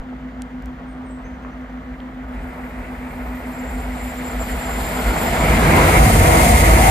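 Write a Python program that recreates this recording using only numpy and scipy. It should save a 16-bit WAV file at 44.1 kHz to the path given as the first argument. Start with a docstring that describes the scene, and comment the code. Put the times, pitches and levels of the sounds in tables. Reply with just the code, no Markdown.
"""An express train runs through a station, close to a phone on the platform.
Two fans hum and beat throughout as sines; low air rumbles, early on as wind buffeting the phone.
Short noise blows tick near the phone and a bird whistles in glides. The rails, narrow noise resonances,
sing ahead of the train; its distant sound suddenly opens up, probably the phone's audio zoom.
Then the nose whooshes by, wheels roar, steel hisses, and wheels and track ring, all shaped noise."""
import sys
import numpy as np
from scipy import signal
from scipy.fft import rfft, irfft
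from scipy.io import wavfile
from scipy.ndimage import uniform_filter1d, minimum_filter1d

SR = 44100
rng = np.random.default_rng(int(sys.argv[2]) if len(sys.argv) > 2 else 0)


def store_pcm(level_fs):
    """Save levels as 16-bit WAV."""
    pcm = np.round(np.clip(level_fs, -1, 1) * 32767).astype(np.int16)
    wavfile.write(sys.argv[1], SR, np.atleast_2d(pcm).T)


N = 304290
T = np.arange(N) / SR
F = np.maximum(np.fft.rfftfreq(N, 1 / SR), 1)

# Where the train is. Each row: time in seconds, nearness (0 far off, 1 approaching, 2 alongside).
NEARNESS = [(0, 0.025), (2.28, 0.083), (2.4, 0.57), (4.0, 0.89), (5.4, 1.043), (5.95, 1.9), (6.9, 1.94)]
# Likeness of the two microphone ports, train ahead and alongside.
# Each row: frequency in Hz, in-phase share, share with left leading.
PORTS_AHEAD = [(60, 1, 0.076), (282, 0.97, -0.075), (520, 0.82, -0.092), (770, 0.78, 0.19),
               (990, 0.1, -0.08), (1220, -0.12, 0.62), (1500, 0.39, 0.89), (1850, 0.35, -0.081),
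               (2230, 0.55, 0.17), (2860, -0.23, 0.85), (3500, 0.045, 0.43), (4590, 0.64, -0.28),
               (7550, 0.029, 0.0006)]
PORTS_BESIDE = [(60, 1, 0.084), (275, 0.96, 0.16), (523, 0.57, 0.19), (790, 0.098, 0.21),
                (1050, -0.29, 0.17), (1210, -0.88, 0.46), (1500, -0.25, 0.25), (1850, 0.31, 0.1),
                (2180, 0.65, 0.14), (2720, -0.47, 0.099), (3500, 0.15, 0.18), (4600, -0.26, 0.17),
                (7500, 0.055, 0.1)]
ARRIVES_S = 5.7  # the nose draws level


def undb(db):
    """Decibels to gain."""
    return 10 ** (np.asarray(db) / 20)


def unit(x):
    """Scale to rms 1."""
    return x / np.sqrt(np.mean(x ** 2))


def curves(table):
    """Each column of a time table, sample by sample."""
    s, *columns = np.transpose(table)
    return [np.interp(T, s, c) for c in columns]


def over_hz(table):
    """Each column of a frequency table, bin by bin, linear over log frequency."""
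    hz, *columns = np.transpose(table)
    return [np.interp(np.log(F), np.log(hz), c) for c in columns]


def colour(table):
    """Gain per bin of a dB spectrum."""
    return undb(over_hz(table)[0])


def band(lo_hz, hi_hz, order=20, bins=F):
    """Gain of a steep band-pass."""
    low_cut = 1 + (lo_hz / bins) ** order
    high_cut = 1 + (bins / hi_hz) ** order
    return (low_cut * high_cut) ** -.5


def resonance(hz, width_hz):
    """Gain of a resonance with steep skirts."""
    return 1 / (1 + ((F - hz) / width_hz) ** 2 * 2)


def bell(s, half_s):
    """A swell that peaks at time s."""
    return np.exp(-((T - s) / half_s) ** 2)


def walk(rate_hz):
    """Smooth chance of rms 1 that changes about rate_hz times a second."""
    smooth = rfft(rng.standard_normal(N)) / (1 + (F / rate_hz) ** 4)
    return unit(irfft(smooth, N))


def power_sum(*levels_db):
    """Level of unrelated sounds heard together."""
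    return 20 * np.log10(np.sqrt(sum(undb(db) ** 2 for db in levels_db)))


def add(out, s, sound):
    """Mix a short sound in at time s."""
    part = out[int(s * SR):][:len(sound)]
    part += sound[:len(part)]


def field(gain, ports):
    """Coloured noise at both ports, partly alike and partly out of step; their mean has rms 1."""
    same, leading = over_hz(ports)
    likeness = same - 1j * leading
    likeness = likeness / np.maximum(np.abs(likeness), 1)
    left, other = rfft(rng.standard_normal((2, N)))
    right = likeness * left + np.sqrt(np.maximum(1 - np.abs(likeness) ** 2, 0)) * other
    mean_gain = np.sqrt(np.maximum(1 + same, .1))
    pair = irfft(np.array([left, right]) * gain / mean_gain, N)
    return pair / pair.mean(0).std()


def approach(far, ahead, beside):
    """Noise whose colour and width crossfade as the train draws near."""
    near, = curves(NEARNESS)
    stages = field(far, PORTS_AHEAD), field(ahead, PORTS_AHEAD), field(beside, PORTS_BESIDE)
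    return sum(np.sqrt(np.clip(1 - np.abs(near - k), 0, 1)) * x for k, x in enumerate(stages))


def steady(x, size):
    """Take the slow swells out of a noise; size is in samples."""
    return x / np.sqrt(uniform_filter1d(x.mean(0) ** 2, size) + 1e-9)


def echoes(echo_db, count=8):
    """Spectral ripple that early reflections from platform, fence and coach sides leave."""
    lags_s = rng.uniform(.004, .03, count)
    return np.abs(1 + undb(echo_db) * np.exp(-2j * np.pi * lags_s[:, None] * F).sum(0))


def past_opening():
    """0 before the distant sound opens up, 1 after it; probably the phone's audio zoom."""
    opening_s, opening_length_s = 2.31, 0.067
    return np.clip((T - opening_s) / opening_length_s + .5, 0, 1)


def passing(far_db, opening_db, beside_db, doubling_db, bump_db, bump_s, bogie_db):
    """Train level: rises per halving of distance, rises or dips around bump_s, ripples once a coach."""
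    speed_m_s, track_m, coach_m = 57, 19.5, 25.9
    bump_half_s, ripple_origin_s = 0.4, 4.5  # the origin sets the phase of the coach ripple
    distance_m = np.hypot(speed_m_s * np.maximum(ARRIVES_S - T, 0), track_m)
    bogies = np.cos(2 * np.pi * (T - ripple_origin_s) * speed_m_s / coach_m)
    bogies = bogies * np.clip((T - ARRIVES_S) / bump_half_s + 1, 0, 1)
    train_db = beside_db - doubling_db * np.log2(distance_m / track_m)
    train_db = train_db + bump_db * bell(bump_s, bump_half_s) + bogie_db * bogies
    return power_sum(far_db, train_db) - opening_db * (1 - past_opening())


def along_rail(full_db, rise_db_per_s, full_s):
    """Rails damp sound evenly per metre, so its level climbs evenly in dB as the wheels close in."""
    return full_db - rise_db_per_s * np.maximum(full_s - T, 0)


def fans():
    """Two fans at nearly the same speed: their blade tones beat about seven times a second."""
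    # Blade tones. Each row: time in seconds, pitch of either fan in Hz.
    fan_pitch = [(0, 248.35, 255.02), (1.5, 248.35, 255.02), (2, 248.35, 255.33), (3.5, 248.35, 255.33),
                 (4, 248.35, 255.02)]
    # Mean rms levels. Each row: time in seconds, level of either fan in dB.
    fan_levels = [(0, -41, -35.5), (0.601, -37.5, -35.5), (1.2, -46, -35), (1.7, -38, -37),
                  (2.2, -40.5, -34.5), (2.8, -36.5, -39), (3.5, -34, -36), (5, -32.5, -39.5)]
    in_step_s = .11  # both swing together, but for the wander
    lag_s = np.array([[0], [.00018]])  # the right port hears them later
    out = 0
    for hz, db in zip(curves(fan_pitch), curves(fan_levels)):
        phase = 2 * np.pi * (np.cumsum(hz) / SR - hz * (in_step_s + lag_s)) + 0.27 * walk(5.1)
        out = out + np.sqrt(2) * undb(db + 0.78 * walk(2.0)) * np.cos(phase)
    return out


def trill(count):
    """Short rising notes, on average each lower and softer, scattered in pitch and strength."""
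    start_s, step_s, note_s = 1.24, .088, .032
    first_hz, rise_hz, sag_hz, scatter_hz = 5950, 750, 60, 120
    first_db, fade_db, scatter_db = -60.5, 1.5, 3
    notes = []
    for k, (off, strength) in enumerate(rng.standard_normal((count, 2))):
        hz = first_hz - k * sag_hz + scatter_hz * off
        db = first_db - k * fade_db + scatter_db * strength
        notes.append((start_s + k * step_s, note_s, hz, hz + rise_hz, db))
    return notes


def bird():
    """Thin gliding notes of a small bird, with a short scatter from the fence and trees."""
    # Whistles. Each row: start in seconds, length in seconds, start and end pitch in Hz,
    # peak level in dB ahead of the direct/scatter mix.
    whistles = [(0.867, 0.07, 8720, 8370, -61), (1.045, 0.097, 8600, 8150, -57),
                (1.09, 0.043, 7550, 7900, -56), (3.702, 0.11, 8750, 7950, -52),
                (3.93, 0.077, 8650, 8200, -51)]
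    song = np.zeros(N)
    for s, length_s, start_hz, end_hz, db in whistles + trill(count=8):
        u = np.linspace(0, 1, int(length_s * SR))
        phase = 2 * np.pi * np.cumsum(start_hz + (end_hz - start_hz) * u) / SR
        swell = np.sqrt(np.abs(np.sin(np.pi * u)))
        add(song, s, undb(db) * swell * np.sin(phase))
    tail = rng.standard_normal((2, SR // 2)) * np.exp(-T[:SR // 2] / 0.056)
    tail = tail / np.sqrt((tail ** 2).sum(1, keepdims=True))
    scatter = signal.fftconvolve(song[None], tail, axes=1)[:, :N]
    return 0.68 * song + 0.97 * scatter


def ticks(size=4096):
    """Short dry blows, band-passed decaying noise: ticks near the phone, then leading-bogie knocks."""
    # Each row: time in seconds, peak in dB, low and high band edge in Hz, 60 dB decay in seconds.
    blows = [(.4209, -18, 2300, 10500, .004), (.624, -37, 3000, 14500, .003),
             (.659, -31, 3000, 15000, .003), (1.449, -23, 400, 2000, .012), (2.003, -35, 2650, 3250, .01),
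             (5.772, -12, 1900, 2350, .03), (5.821, -14, 870, 1150, .04)]
    out = np.zeros(N)
    t = (np.arange(size) - size // 2) / SR
    bins = np.maximum(np.fft.rfftfreq(size, 1 / SR), 1)
    for s, db, lo_hz, hi_hz, t60_s in blows:
        burst = rng.standard_normal(size) * (t >= 0) * undb(-60 * np.abs(t) / t60_s)
        burst[size // 2] += 5  # the sharp first contact
        blow = irfft(rfft(burst) * band(lo_hz, hi_hz, order=14, bins=bins), size)
        add(out, s + t[0], undb(db) * blow / np.abs(blow).max())
    return out


def rails():
    """Waves run far ahead of the wheels in the rails, which sing in narrow resonances."""
    # Main whine. Each row: time in seconds, level in dB ahead of screening and flicker.
    whine_levels = [(1.9, -93), (2.43, -80), (3.51, -67), (3.56, -51.5), (3.83, -53), (3.88, -63),
                    (4.0, -49.5), (4.75, -44.5), (5.3, -42), (5.9, -49)]
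    # Upper partials. Each row: pitch in Hz, width in Hz, relative power in dB.
    partials = [(4260, 70, -1), (4900, 80, -5), (6900, 70, -7), (7980, 110, -1), (8660, 60, -2),
                (9320, 85, 1), (9970, 55, -5), (10660, 75, -3), (11300, 75, 2), (11985, 65, 0),
                (12680, 75, -4), (13310, 55, 0), (13960, 55, -2), (14620, 65, -3), (15300, 50, -13)]
    whine_db, = curves(whine_levels)
    near, = curves(NEARNESS)
    covered = np.clip(near - 1, 0, 1)  # the coaches screen the main whine once alongside
    whine = steady(field(resonance(7330, width_hz=26), PORTS_AHEAD), size=4000)
    whine = whine * undb(whine_db - 5.2 * covered + 2.8 * walk(22))

    upper_db = along_rail(full_db=-43, rise_db_per_s=10, full_s=5.12) - 6 * (1 - past_opening())
    comb = np.sqrt(sum((undb(db) * resonance(hz, width)) ** 2 / width for hz, width, db in partials))
    # the highest partials lead at first; the lower ones take over as the train comes closer
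    lead_db = np.interp(T, [2.6, 4.4], [1.5, -1.5])
    high = field(comb * band(11800, 16000), PORTS_AHEAD) * undb(lead_db + 2 * walk(9))
    low = field(comb * band(4000, 13600), PORTS_AHEAD) * undb(-lead_db + 2 * walk(13))
    return whine + (high + low) * undb(upper_db)


def gusts():
    """Gusts of low rumble: each is a few wavering cycles of a deep boom that swell and die."""
    # Each row: middle in seconds, length in seconds, rms level at the peak in dB.
    gust_list = [(.66, 0.07, -31), (2.395, 0.14, -29), (2.806, 0.04, -28), (3.277, 0.13, -31.5),
                 (3.79, 0.21, -25), (4.053, 0.059, -24), (4.393, .08, -24.5), (4.537, 0.068, -22.5),
                 (4.807, 0.15, -23), (4.97, 0.064, -27), (5.084, 0.052, -15.5), (5.42, 0.042, -17),
                 (5.552, 0.044, -16.5), (6.005, 0.059, -9), (6.189, 0.079, -10.5), (6.437, .05, -13),
                 (6.563, 0.09, -15), (6.723, .06, -12), (6.84, .05, -17)]
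    pitch_hz, wander_hz = 53.83, 6.98
    swell = sum(undb(db) * np.exp(-2 * ((T - s) / length_s) ** 2) for s, length_s, db in gust_list)
    phase = 2 * np.pi * np.cumsum(pitch_hz + wander_hz * walk(25)) / SR
    return np.sqrt(2) * swell * np.sin(phase)


def air():
    """Low rumble: wind buffeting the phone early, then air shoved by the train, and eddies along coaches."""
    # Colour. Each row: frequency in Hz, relative density in dB per Hz ahead, the same alongside.
    air_colour = [(20, -43, -40), (30, -36, -25), (39.3, -5, -15), (55.2, 14.5, 3.5), (68, 0.5, -5),
                  (90.6, -12.5, -3.5), (111.5, -16.5, -10.5), (158.3, -7, -7.5), (183.5, -12.5, -15),
                  (225, -8, -9.5), (264, -17, -17), (420, -18, -17)]
    rumble_db = passing(far_db=-36.5, opening_db=1.5, beside_db=-19.5, doubling_db=13.5,
                        bump_db=4.0, bump_s=6.5, bogie_db=0.0)
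    rush_db = passing(far_db=-40, opening_db=1.5, beside_db=-18.5, doubling_db=9.5,
                      bump_db=3.5, bump_s=6.01, bogie_db=-0.5)
    ahead, beside = undb(over_hz(air_colour))
    low, high = band(15, 109), band(80.7, 402)
    rumble = steady(approach(ahead * low, ahead * low, beside * low), size=3600)
    rumble = rumble * undb(rumble_db + 2.5 * walk(21))
    eddies = steady(approach(ahead * high, ahead * high, beside * high), size=5000)
    eddies = eddies * undb(rush_db + 0.87 * walk(7.3))
    return rumble + gusts() + eddies


def bow_wave():
    """The nose pushes a broad whoosh of air past the platform."""
    # Each row: frequency in Hz, relative density in dB per Hz.
    bow_colour = [(300, 0), (500, 0.5), (750, -5), (1050, -4), (1550, -8.5), (2100, -16), (3000, -20),
                  (4500, -18.5)]
    whoosh = field(colour(bow_colour) * band(250, 4000, order=8), PORTS_AHEAD)
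    return steady(whoosh, size=4000) * undb(-20) * bell(s=5.83, half_s=0.25)


def hiss():
    """The contact patches hiss, flickering as they run over the rail head."""
    # Colour. Each row: frequency in Hz, relative density in dB per Hz.
    hiss_far = [(3000, 10.5), (4200, 3.0), (5600, -3.5), (7000, -4), (9500, -16.0), (12000, -12.5), (15500, -10)]
    hiss_ahead = [(3000, 12.5), (4000, 8.5), (5100, 6.5), (5700, 0), (7000, 5), (8300, 6.5), (9300, 2),
                  (10100, -3), (11500, 3.5), (13000, -9), (15500, -26)]
    hiss_beside = [(3000, 1.5), (4000, -1), (5000, -1.5), (5600, -4), (6600, 2.5), (8300, 2), (9400, 6.5),
                   (9900, -1.5), (11600, 3), (13200, -3.5), (15500, -10.5)]
    # Swells as bogies go by. Each row: middle in seconds, half length in seconds, rise in dB.
    swells = [(5.96, 0.055, 1), (6.47, 0.14, 2.5), (6.874, .04, 1.5)]
    far_db = -61 + 3 * past_opening()
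    hiss_db = power_sum(far_db, along_rail(full_db=-26.5, rise_db_per_s=11, full_s=6.086))
    hiss_db = hiss_db + sum(db * bell(s, half_s) for s, half_s, db in swells)
    top = band(2590, 17000) * echoes(echo_db=-20.0)
    noise = approach(colour(hiss_far) * top, colour(hiss_ahead) * top, colour(hiss_beside) * top)
    return noise * undb(hiss_db + .5 * walk(33))


def wheels():
    """Rough treads shake track and wheels; close by, the track booms and the wheel discs ring."""
    # Colour far off, approaching, alongside. Each row: frequency in Hz, relative density in dB per Hz.
    wheel_far = [(160, -40), (280, -19), (327, 18.5), (381, -20), (433, -0.5), (480, -1), (761, -0.5),
                 (865, -5.5), (2040, -7.5), (2670, -21.5), (6000, -59), (7800, -66), (13200, -120)]
    wheel_ahead = [(160, -47), (280, -7), (322, 19.5), (357, -2), (499, -4), (574, -6.5), (678, -1.5),
                   (984, -7.5), (1130, -12), (1800, -5.5), (2100, -2.5), (2960, -18), (4030, -28),
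                   (4350, -22), (6000, -33), (7800, -69), (13200, -120)]
    wheel_beside = [(160, -34), (280, 4), (335, 18), (376, -22), (456, -3), (567, -6), (752, -2),
                    (812, -19), (899, -5), (1090, -13.5), (1580, -16), (2100, -9), (2850, -19), (5560, -36),
                    (6000, -27), (7800, -57), (13200, -120)]
    roar_db = passing(far_db=-41.5, opening_db=3.5, beside_db=-20.0, doubling_db=7.0,
                      bump_db=1.0, bump_s=5.13, bogie_db=1.6)
    ring_db = passing(far_db=-47.5, opening_db=3.5, beside_db=-24.0, doubling_db=7.0,
                      bump_db=-1.0, bump_s=5.3, bogie_db=0.9)
    far, ahead, beside = colour(wheel_far), colour(wheel_ahead), colour(wheel_beside)
    modes = .6 * resonance(784, 40) + 0.24 * resonance(640, 30)
    modes = modes + 0.57 * resonance(795, 25) + 0.32 * resonance(2100, 80)
    beside = beside * (1 + modes)
    station = echoes(echo_db=-21.0)
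    low, high = band(423, 1407) * station, band(1340, 2740) * station
    roar = steady(approach(far * low, ahead * low, beside * low), size=5000)
    ring = steady(approach(far * high, ahead * high, beside * high), size=5000)
    return roar * undb(roar_db + 1.45 * walk(25)) + ring * undb(ring_db + 1.15 * walk(25))


def wheel_rings():
    """Wheels and track ring up in short swells, sagging in pitch, as the train comes close and passes."""
    # Each row: middle in seconds, half length in seconds, pitch in Hz, level at the peak in dB.
    rings = [(5.097, 0.13, 1400, -35), (5.343, 0.097, 694, -26), (5.48, 0.067, 2200, -28.5),
             (5.665, 0.065, 1630, -27.5), (5.757, 0.11, 2170, -25.5), (5.806, 0.1, 983, -26.5),
             (5.965, 0.029, 2150, -21.5), (6.017, 0.064, 730, -21), (6.057, .04, 990, -32),
             (6.308, .05, 726, -23), (6.386, 0.027, 328, -22), (6.471, 0.19, 2130, -27),
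             (6.496, 0.081, 725, -19.5), (6.651, 0.065, 2010, -26), (6.853, .05, 2090, -27),
             (6.865, 0.062, 755, -17)]
    width_share, sag_per_s = 0.087, .25  # width and fall of pitch, as shares of the pitch
    out = 0
    for s, half_s, hz, db in rings:
        ports = PORTS_AHEAD if s < ARRIVES_S else PORTS_BESIDE
        ring = steady(field(resonance(hz, width_share * hz), ports), size=3000)
        doppler_s = T - sag_per_s * (T - s) ** 2 / 2
        sagging = np.array([np.interp(doppler_s, T, port) for port in ring])
        out = out + undb(db) * bell(s, half_s) * sagging
    return out


def scene():
    """The small sounds of the station, the singing rails and the train."""
    station = fans() + bird() + ticks()
    train = air() + bow_wave() + hiss() + wheels() + wheel_rings()
    return station + rails() + train


def record(dry):
    """The phone drops the deepest bass, its limiter ducks peaks near full scale, and the top is cut."""
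    sound = irfft(rfft(dry) * band(31, SR, order=14), N)
    headroom = np.minimum(1, .98 / (np.abs(sound).max(0) + 1e-9))
    gain = uniform_filter1d(minimum_filter1d(headroom, size=301), size=301)
    top_cut = signal.ellip(10, .1, 80, 15400, fs=SR, output="sos")  # ripple and stop in dB, edge in Hz
    return signal.sosfilt(top_cut, sound * gain)


dry = scene()
out = record(dry)
store_pcm(out)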